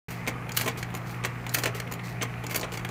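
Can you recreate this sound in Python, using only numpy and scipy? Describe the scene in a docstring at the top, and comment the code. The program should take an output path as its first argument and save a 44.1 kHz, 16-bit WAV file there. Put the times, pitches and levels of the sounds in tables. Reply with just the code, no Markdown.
"""A carousel slide projector cycles through slide changes: cams, levers, shutter and tray strike and slide.
Strikes are impacts and chatter through the resonances of the case, with short rings and hollow knocks;
slides are fine grains under a stroke. Below them a motor hums in wavering tones, a shaft ticks once a
turn and a fan blows banded noise. The mechanism sounds in a small room of feedback delays.
The sound starts abruptly after a short silence."""
import sys
import numpy as np
from scipy import signal
from scipy.fft import rfft, irfft, next_fast_len
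from scipy.io import wavfile

SR = 44100
rng = np.random.default_rng(int(sys.argv[2]) if len(sys.argv) > 2 else 0)


def put_to_file(sound):
    """Save the sound as 16-bit audio at rate SR, in the file named by the first command-line argument."""
    columns = np.atleast_2d(sound).T  # one column per channel
    safe = np.clip(columns, -1, 1)
    whole_steps = np.round(safe * 32767)
    wavfile.write(sys.argv[1], SR, whole_steps.astype(np.int16))


N = 127890

# Strikes of the mechanism; the levels are nominal, ahead of the chance of each blow:
# start_s [s], bright_db [dB peak, 3.5-8 kHz], thud_db [dB, 0.2-1.45 kHz], knock_db [dB, 1.45-3.5 kHz],
# fizz_db [dB, 8-16 kHz], decay_s [s, chatter decay before its stretch], ring_hz [Hz, pitch to aim for]
STRIKES = [(0.104, -35, -45.5, -42, -47, 0.025, 5930), (0.2657, -45, -38, -32, -56, 0.0055, 6150),
           (0.2745, -18.5, -22.5, -24, -40, 0.0028, 6060), (0.2783, -19, -28.5, -27.5, -36.5, 0.011, 5080),
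           (0.4915, -27, -51, -29, -43, 0.0037, 4120), (0.5185, -21, -59, -36, -40, 0.0041, 6950),
           (0.5713, -7.5, -30, -18.5, -18, 0.0058, 4160), (0.596, -23, -29, -32, -33, 0.0052, 6400),
           (0.6104, -19.5, -30.5, -29.5, -33, 0.012, 4940), (0.6444, -31, -37.5, -57, -49, 0.014, 5920),
           (0.6591, -25, -28, -30.5, -44, 0.01, 4170), (0.6765, -20, -30, -25, -35.5, 0.0095, 4370),
           (0.7733, -30.5, -39.5, -38, -47, 0.011, 4520), (0.827, -18.5, -38, -27, -40, 0.0045, 4180),
           (0.902, -45, -42.5, -44, -55, 0.0084, 4580), (0.94, -32.5, -29.5, -46, -51, 0.0083, 6820),
           (0.949, -24, -38, -31, -34.5, 0.004, 7000), (0.9647, -36, -45, -48, -51, 0.0059, 7030),
           (1.2374, -25.5, -30.5, -31, -48, 0.0091, 4130), (1.248, -16.5, -31.5, -26.5, -51, 0.0033, 6150),
           (1.2518, -22.5, -29, -32.5, -34.5, 0.0077, 7100), (1.4654, -28.5, -31, -33.5, -44, 0.005, 4120),
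           (1.492, -21, -34, -38, -41, 0.0052, 7210), (1.5446, -9.5, -28, -18.5, -20, 0.0067, 6160),
           (1.57, -26, -32, -53, -43, 0.016, 6370), (1.584, -22.5, -41, -29, -36, 0.01, 6970),
           (1.6212, -31, -38, -42, -48, 0.0098, 4380), (1.6355, -13.5, -26, -25, -36, 0.0064, 4200),
           (1.6563, -18, -24.5, -21, -32, 0.007, 4320), (1.6712, -40, -26, -38, -51, 0.0054, 4200),
           (1.7462, -33, -43.5, -40.5, -54, 0.026, 4410), (1.7997, -19, -32, -27, -37, 0.0041, 4170),
           (1.874, -46, -49, -40.5, -54, 0.005, 4510), (1.9132, -30.5, -33, -43, -48, 0.0082, 6830),
           (1.9217, -25, -44, -35.5, -35, 0.0038, 7020), (1.9367, -25.5, -30.5, -36, -37, 0.0037, 7190),
           (1.993, -52, -56, -40, -66, 0.0069, 4370), (2.212, -38, -32, -30.5, -61, 0.0094, 4400),
           (2.221, -13, -38, -28.5, -40, 0.0021, 6140), (2.2256, -19, -26, -28.5, -37, 0.0088, 5950),
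           (2.4379, -32, -31, -36.5, -48, 0.0078, 4100), (2.4658, -18.5, -42, -32, -35, 0.003, 6980),
           (2.496, -32, -43, -40, -47, 0.0068, 4290), (2.509, -27, -37, -34.5, -39, 0.016, 6640),
           (2.544, -20.5, -30, -29.5, -37, 0.011, 6390), (2.5578, -17.5, -32.5, -29, -29, 0.013, 4490),
           (2.595, -25, -33, -47, -41, 0.0071, 5940), (2.6112, -23.5, -27.5, -39, -43, 0.0077, 4190),
           (2.6305, -38, -29.5, -31, -57, 0.0065, 6000), (2.6419, -30.5, -29, -53, -61, 0.0091, 5970),
           (2.7192, -29.5, -35.5, -37.5, -57, 0.007, 4570), (2.7364, -27, -36, -35.5, -55, 0.013, 4290),
           (2.773, -21, -30.5, -31.5, -43, 0.0052, 4400), (2.7934, -36, -42, -38.5, -54, 0.0069, 4520),
           (2.8473, -26, -29, -27.5, -39.5, 0.0049, 4550), (2.889, -27, -29, -38, -45, 0.0053, 6840)]
# Resonances of case and levers: pitch_hz [Hz], width_hz [Hz], level_db [dB, relative within a register]
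CASE_MODES = [(221, 20, 6), (300, 57, 8), (417.4, 31, 1.5), (461, 21, 6), (534, 21, -2.5), (630, 230, 0.5),
              (1045, 50, 9.5), (1498, 470, 5), (1852, 150, 4), (2150, 20.6, 17), (2280, 94, 8.5),
              (2860, 240, -9), (4225, 440, 4), (4570, 320, -2), (5800, 55, 2), (6195, 83, 3.5),
              (6940, 17, 10.5), (9100, 50, -19), (9650, 120, 25.5), (11040, 180, 16), (12180, 1700, 23),
              (12900, 250, 4), (14800, 1600, 22)]

TURN_S = .0422   # one shaft turn at the reference tick
STRIKE = 1.9     # first impact, against a chatter of rms 1


def from_db(db):
    """Decibels to gain."""
    return 10 ** (np.asarray(db) / 20)


def rms_one(x):
    """Scale to rms 1."""
    return x / np.sqrt(np.mean(x ** 2) + 1e-20)


def drift(rate_hz):
    """Slow random wander of rms 1: noise through two equal poles, made at 1/40 of the sample rate."""
    pole = np.exp(-80 * np.pi * rate_hz / SR)
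    noise = rng.standard_normal(N // 40 + 2002)
    slow = signal.lfilter([1], [1, -2 * pole, pole * pole], noise)[2000:]   # skip the settling
    return np.interp(np.arange(N) / 40, np.arange(len(slow)), rms_one(slow))


def band(x, low_hz, high_hz):
    """Band-pass with gentle edges."""
    return signal.sosfilt(signal.butter(2, [low_hz, high_hz], "band", fs=SR, output="sos"), x)


def grains(rate_per_s, spread_db):
    """Uneven micro-impacts of either sign at chance moments, rms 1."""
    sizes = from_db(spread_db * np.minimum(rng.exponential(1, N), 4))
    signed = sizes * rng.choice([-1, 1], N)
    return rms_one(signed * (rng.random(N) < rate_per_s / SR))


def case(x, low_hz, high_hz):
    """One register of the case: resonators in parallel with a plain share, scaled by impulse energy."""
    plain_db, chance_db = 5, 1.5   # unresonant share; how far each resonance's drive wanders
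    # a lone impulse after the sound gauges the register's gain
    x = np.append(x, np.eye(1, 4096)[0]) + 1e-18
    out = from_db(plain_db) * x
    for pitch_hz, width_hz, level_db in CASE_MODES:
        if low_hz <= pitch_hz < high_hz:
            pole = np.exp(-np.pi * width_hz / SR)
            luck = np.append(from_db(chance_db * drift(15.0)), np.ones(4096))
            feed = [(1 - pole * pole) / 2, 0, (pole * pole - 1) / 2]
            back = [1, -2 * pole * np.cos(2 * np.pi * pitch_hz / SR), pole * pole]
            out = out + from_db(level_db) * signal.lfilter(feed, back, luck * x)
    out = band(out, low_hz, high_hz)
    return out[:N] / np.sqrt(np.sum(out[N:] ** 2))


def shaft_turns():
    """Turns of the shaft counted over time; each turn takes a little longer than the last."""
    tick_s, slowing_s = .382, 7.5e-6   # time of turn 0; delay per turn squared
    k = np.arange(-12, 64)
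    return np.interp(np.arange(N) / SR, tick_s + TURN_S * k + slowing_s * k * k, k)


def hum():
    """Motor hum: steady low sines that waver in level and phase and swell once a shaft turn."""
    # Hum tones: pitch_hz [Hz], level_db [dB rms before waver and swell], waver_db [dB]
    hum_tones = [(60, -56, 3), (144, -53, 4), (240, -56, 2), (120, -38, 1.2), (175, -44.5, 1.5)]
    turn_share = 0.071   # depth of the swell
    t = np.arange(N) / SR
    tones = 0
    for pitch_hz, level_db, waver_db in hum_tones:
        level = np.sqrt(2) * from_db(level_db + waver_db * drift(2.6))
        phase_wander = 0.17 * waver_db * drift(9.0)   # radians
        tones = tones + level * np.sin(2 * np.pi * pitch_hz * t + phase_wander)
    swell = 1 + turn_share * np.cos(2 * np.pi * shaft_turns() + 3.8)
    return swell * tones


def fan():
    """Fan air: noise in quarter-octave bands, each flickering a little in level."""
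    # Spectrum of the air: pitch_hz [Hz], level_db [dB per Hz, relative]
    air_spectrum = [(20, -44), (35, -13), (60, -11), (90, -8.5), (140, -5), (200, -11), (320, -12.5),
                    (480, -11.5), (580, -22.5), (750, -10), (950, -19.5), (1200, -13), (1600, -20),
                    (2200, -16), (2650, -26), (3200, -37), (4000, -36.5), (6500, -39), (10000, -43),
                    (12500, -43.5), (16000, -43)]
    fan_db, patchy_db = -40.5, -1.5   # overall rms; flicker of each band
    edges_hz = 20 * 2 ** np.arange(0, 10, 1 / 4)
    white = rng.standard_normal((2, N))   # neighbouring bands take different noise
    pitch_hz, level_db = np.transpose(air_spectrum)
    out = 0
    for k, (low_hz, high_hz) in enumerate(zip(edges_hz, edges_hz[1:])):
        band_db = np.interp(np.log(low_hz * high_hz) / 2, np.log(pitch_hz), level_db)
        out = out + from_db(band_db + patchy_db * drift(3.15)) * band(white[k % 2], low_hz, high_hz)
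    return from_db(fan_db) * rms_one(out)


def ticks():
    """Shaft tick once a turn: a click and a little fading chatter, band-passed and dulled."""
    level_db, spread_db = -27.5, 1.5   # level before the filters; chance from turn to turn
    decay_s, top_hz = .004, 3100
    turns = shaft_turns()
    since_s = (turns % 1) * TURN_S
    sizes = from_db(level_db + spread_db * rng.standard_normal(80))
    size = sizes[np.floor(turns).astype(int) + 12]   # the count starts at -12
    chatter = np.where(since_s < 1 / SR, STRIKE, grains(8000, spread_db=-3.5))
    tick = band(size * np.exp(-since_s / decay_s) * chatter, 1200, 2670)
    return signal.sosfilt(signal.butter(3, top_hz, fs=SR, output="sos"), tick)


def slides():
    """Parts rubbing: fine uneven grains under strokes that swell and fade, into two upper registers."""
    # Strokes: start_s [s], length_s [s], level_db [dB], brightness_db [dB, top register over the lower]
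    strokes = [(0.073, 0.2, -53, -3.5), (0.537, 0.094, -48, -2), (0.565, 0.017, -34, 2),
               (0.574, 0.096, -39, 0), (0.683, 0.05, -43, -17), (0.769, 0.08, -45, -4),
               (0.956, 0.043, -51.5, 2.5), (1.052, 0.17, -50.5, -3.5), (1.511, 0.094, -49.5, 1),
               (1.538, 0.018, -31, 7), (1.56, 0.12, -54, 6), (1.652, 0.06, -39.5, -15),
               (1.741, 0.095, -47, -2), (1.943, 0.027, -62, 2), (2.028, 0.16, -49, -4.5),
               (2.227, 0.035, -53, 0), (2.498, 0.059, -44, -3), (2.564, 0.11, -56, 0),
               (2.624, 0.038, -46, -10), (2.714, 0.094, -48.5, -1)]
    grains_per_s, rise_share = 2200, 0.13   # density; share of the stroke spent rising
    t = np.arange(N) / SR
    dull, bright = 0, 0
    for start_s, length_s, level_db, brightness_db in strokes:
        part = (t - start_s) / length_s
        ramp = np.minimum(part / rise_share, (1 - part) / (1 - rise_share))
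        stroke = from_db(level_db) * np.sin(np.pi / 2 * np.clip(ramp, 0, 1)) ** 2
        dull = dull + stroke
        bright = bright + stroke * from_db(brightness_db)
    rub = grains(grains_per_s, spread_db=2.5) * from_db(1.8 * drift(120.0))
    return case(dull * rub, 2000, 8000) + case(bright * rub, 8000, 17000)


def contacts():
    """Strikes: an impact and a burst of chatter that holds, then drops, weighted in four case registers."""
    crest_db = 12.5   # peak over rms of the bright register
    hold = 1.35       # 1 = plain dying away, more = holds, then drops
    rise_s = np.array([[.0025], [.0007], [.0007], [.0007]])   # thud, knock, bright, fizz
    t = np.arange(int(.1 * SR)) / SR
    force = np.zeros((4, N + SR))
    chatter = grains(4000, spread_db=1.5)
    for start_s, bright_db, thud_db, knock_db, fizz_db, decay_s, _ in STRIKES:
        i = int(start_s * SR)
        levels = from_db([[thud_db], [knock_db], [bright_db - crest_db], [fizz_db]])
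        rise = 1.2 - np.exp(-t / rise_s)   # from 0.2 towards 1.2
        fall = np.exp(-(t / max(1.14 * decay_s, .001)) ** hold)
        force[:, i:i + len(t)] += levels * rise * fall
        chatter[i] = STRIKE
    edges_hz = [200, 1450, 3500, 8000, 17000]
    return sum(case(f[:N] * chatter, low_hz, high_hz)
               for f, low_hz, high_hz in zip(force, edges_hz, edges_hz[1:]))


def ring_modes(blows, t60_s, rise):
    """Dying sines, one a blow (start_s, level_db, pitch_hz), on the case resonance nearest its pitch."""
    out = np.zeros(N + SR)
    modes_hz = np.array(CASE_MODES)[:, 0]
    t = np.arange(int(.1 * SR)) / SR
    for start_s, level_db, pitch_hz in blows:
        i = int(start_s * SR)
        mode_hz = modes_hz[np.argmin(abs(modes_hz - pitch_hz))]
        level = from_db(level_db - 60 * t / t60_s)
        out[i:i + len(t)] += level * rise(t) * np.sin(2 * np.pi * mode_hz * t)
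    return out[:N]


def rings():
    """Each struck part rings briefly on one resonance, from 1 ms after its strike."""
    ring_db = -15   # relative to the bright peak
    blows = [(start_s + .001, bright_db + ring_db, ring_hz) for start_s, bright_db, *_, ring_hz in STRIKES]
    return ring_modes(blows, t60_s=0.031, rise=np.ones_like)


def knocks():
    """Hollow knocks of slide and tray on the case: low resonances that swell quickly and die away."""
    # Knocks: start_s [s], level_db [dB peak before the swell and decay], pitch_hz [Hz, pitch to aim for]
    hollow_knocks = [(0.2756, -29, 290), (0.661, -28, 650), (0.675, -21, 1040), (0.676, -24, 450),
                     (0.775, -36, 420), (1.653, -21, 520), (1.668, -26, 420), (1.749, -25, 415),
                     (2.629, -29, 650), (2.721, -28, 450)]
    rise_s = 0.0034
    return ring_modes(hollow_knocks, t60_s=0.052, rise=lambda t: 1 - np.exp(-t / rise_s))


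def room(x):
    """Small room: eight feedback delays, duller on every round, summed with alternating sign."""
    t60_s, wall_cut_hz = 0.21, 4000   # decay of the lows; corner of the loss on each round
    size = next_fast_len(N + SR)
    w = 2 * np.pi * np.arange(size // 2 + 1) / size   # radians per sample
    dull = 1 / np.sqrt(1 + (w * SR / (2 * np.pi * wall_cut_hz)) ** 2)
    response = 0
    for k, lag_s in enumerate(rng.uniform(.006, .025, 8)):
        loop = from_db(-60 * lag_s / t60_s) * dull * np.exp(-1j * w * lag_s * SR)
        response = response + (-1) ** k * loop / (1 - loop)
    return irfft(rfft(x, size) * response, size)[:N]


def scene():
    """Mechanism with its room, over hum and fan."""
    room_db = -13
    works = contacts() + rings() + knocks() + slides() + ticks()
    return (works + from_db(room_db) * room(works) + hum() + fan())[None]


def record(dry):
    """Silence before the abrupt start; a steep low-pass removes the top."""
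    start_s, cutoff_hz = .0835, 16200   # cutoff: where the loss reaches 60 dB
    opened = dry * (np.arange(N) >= start_s * SR)
    return signal.sosfilt(signal.cheby2(14, 60, cutoff_hz, fs=SR, output="sos"), opened)


dry = scene()
out = record(dry)
put_to_file(out)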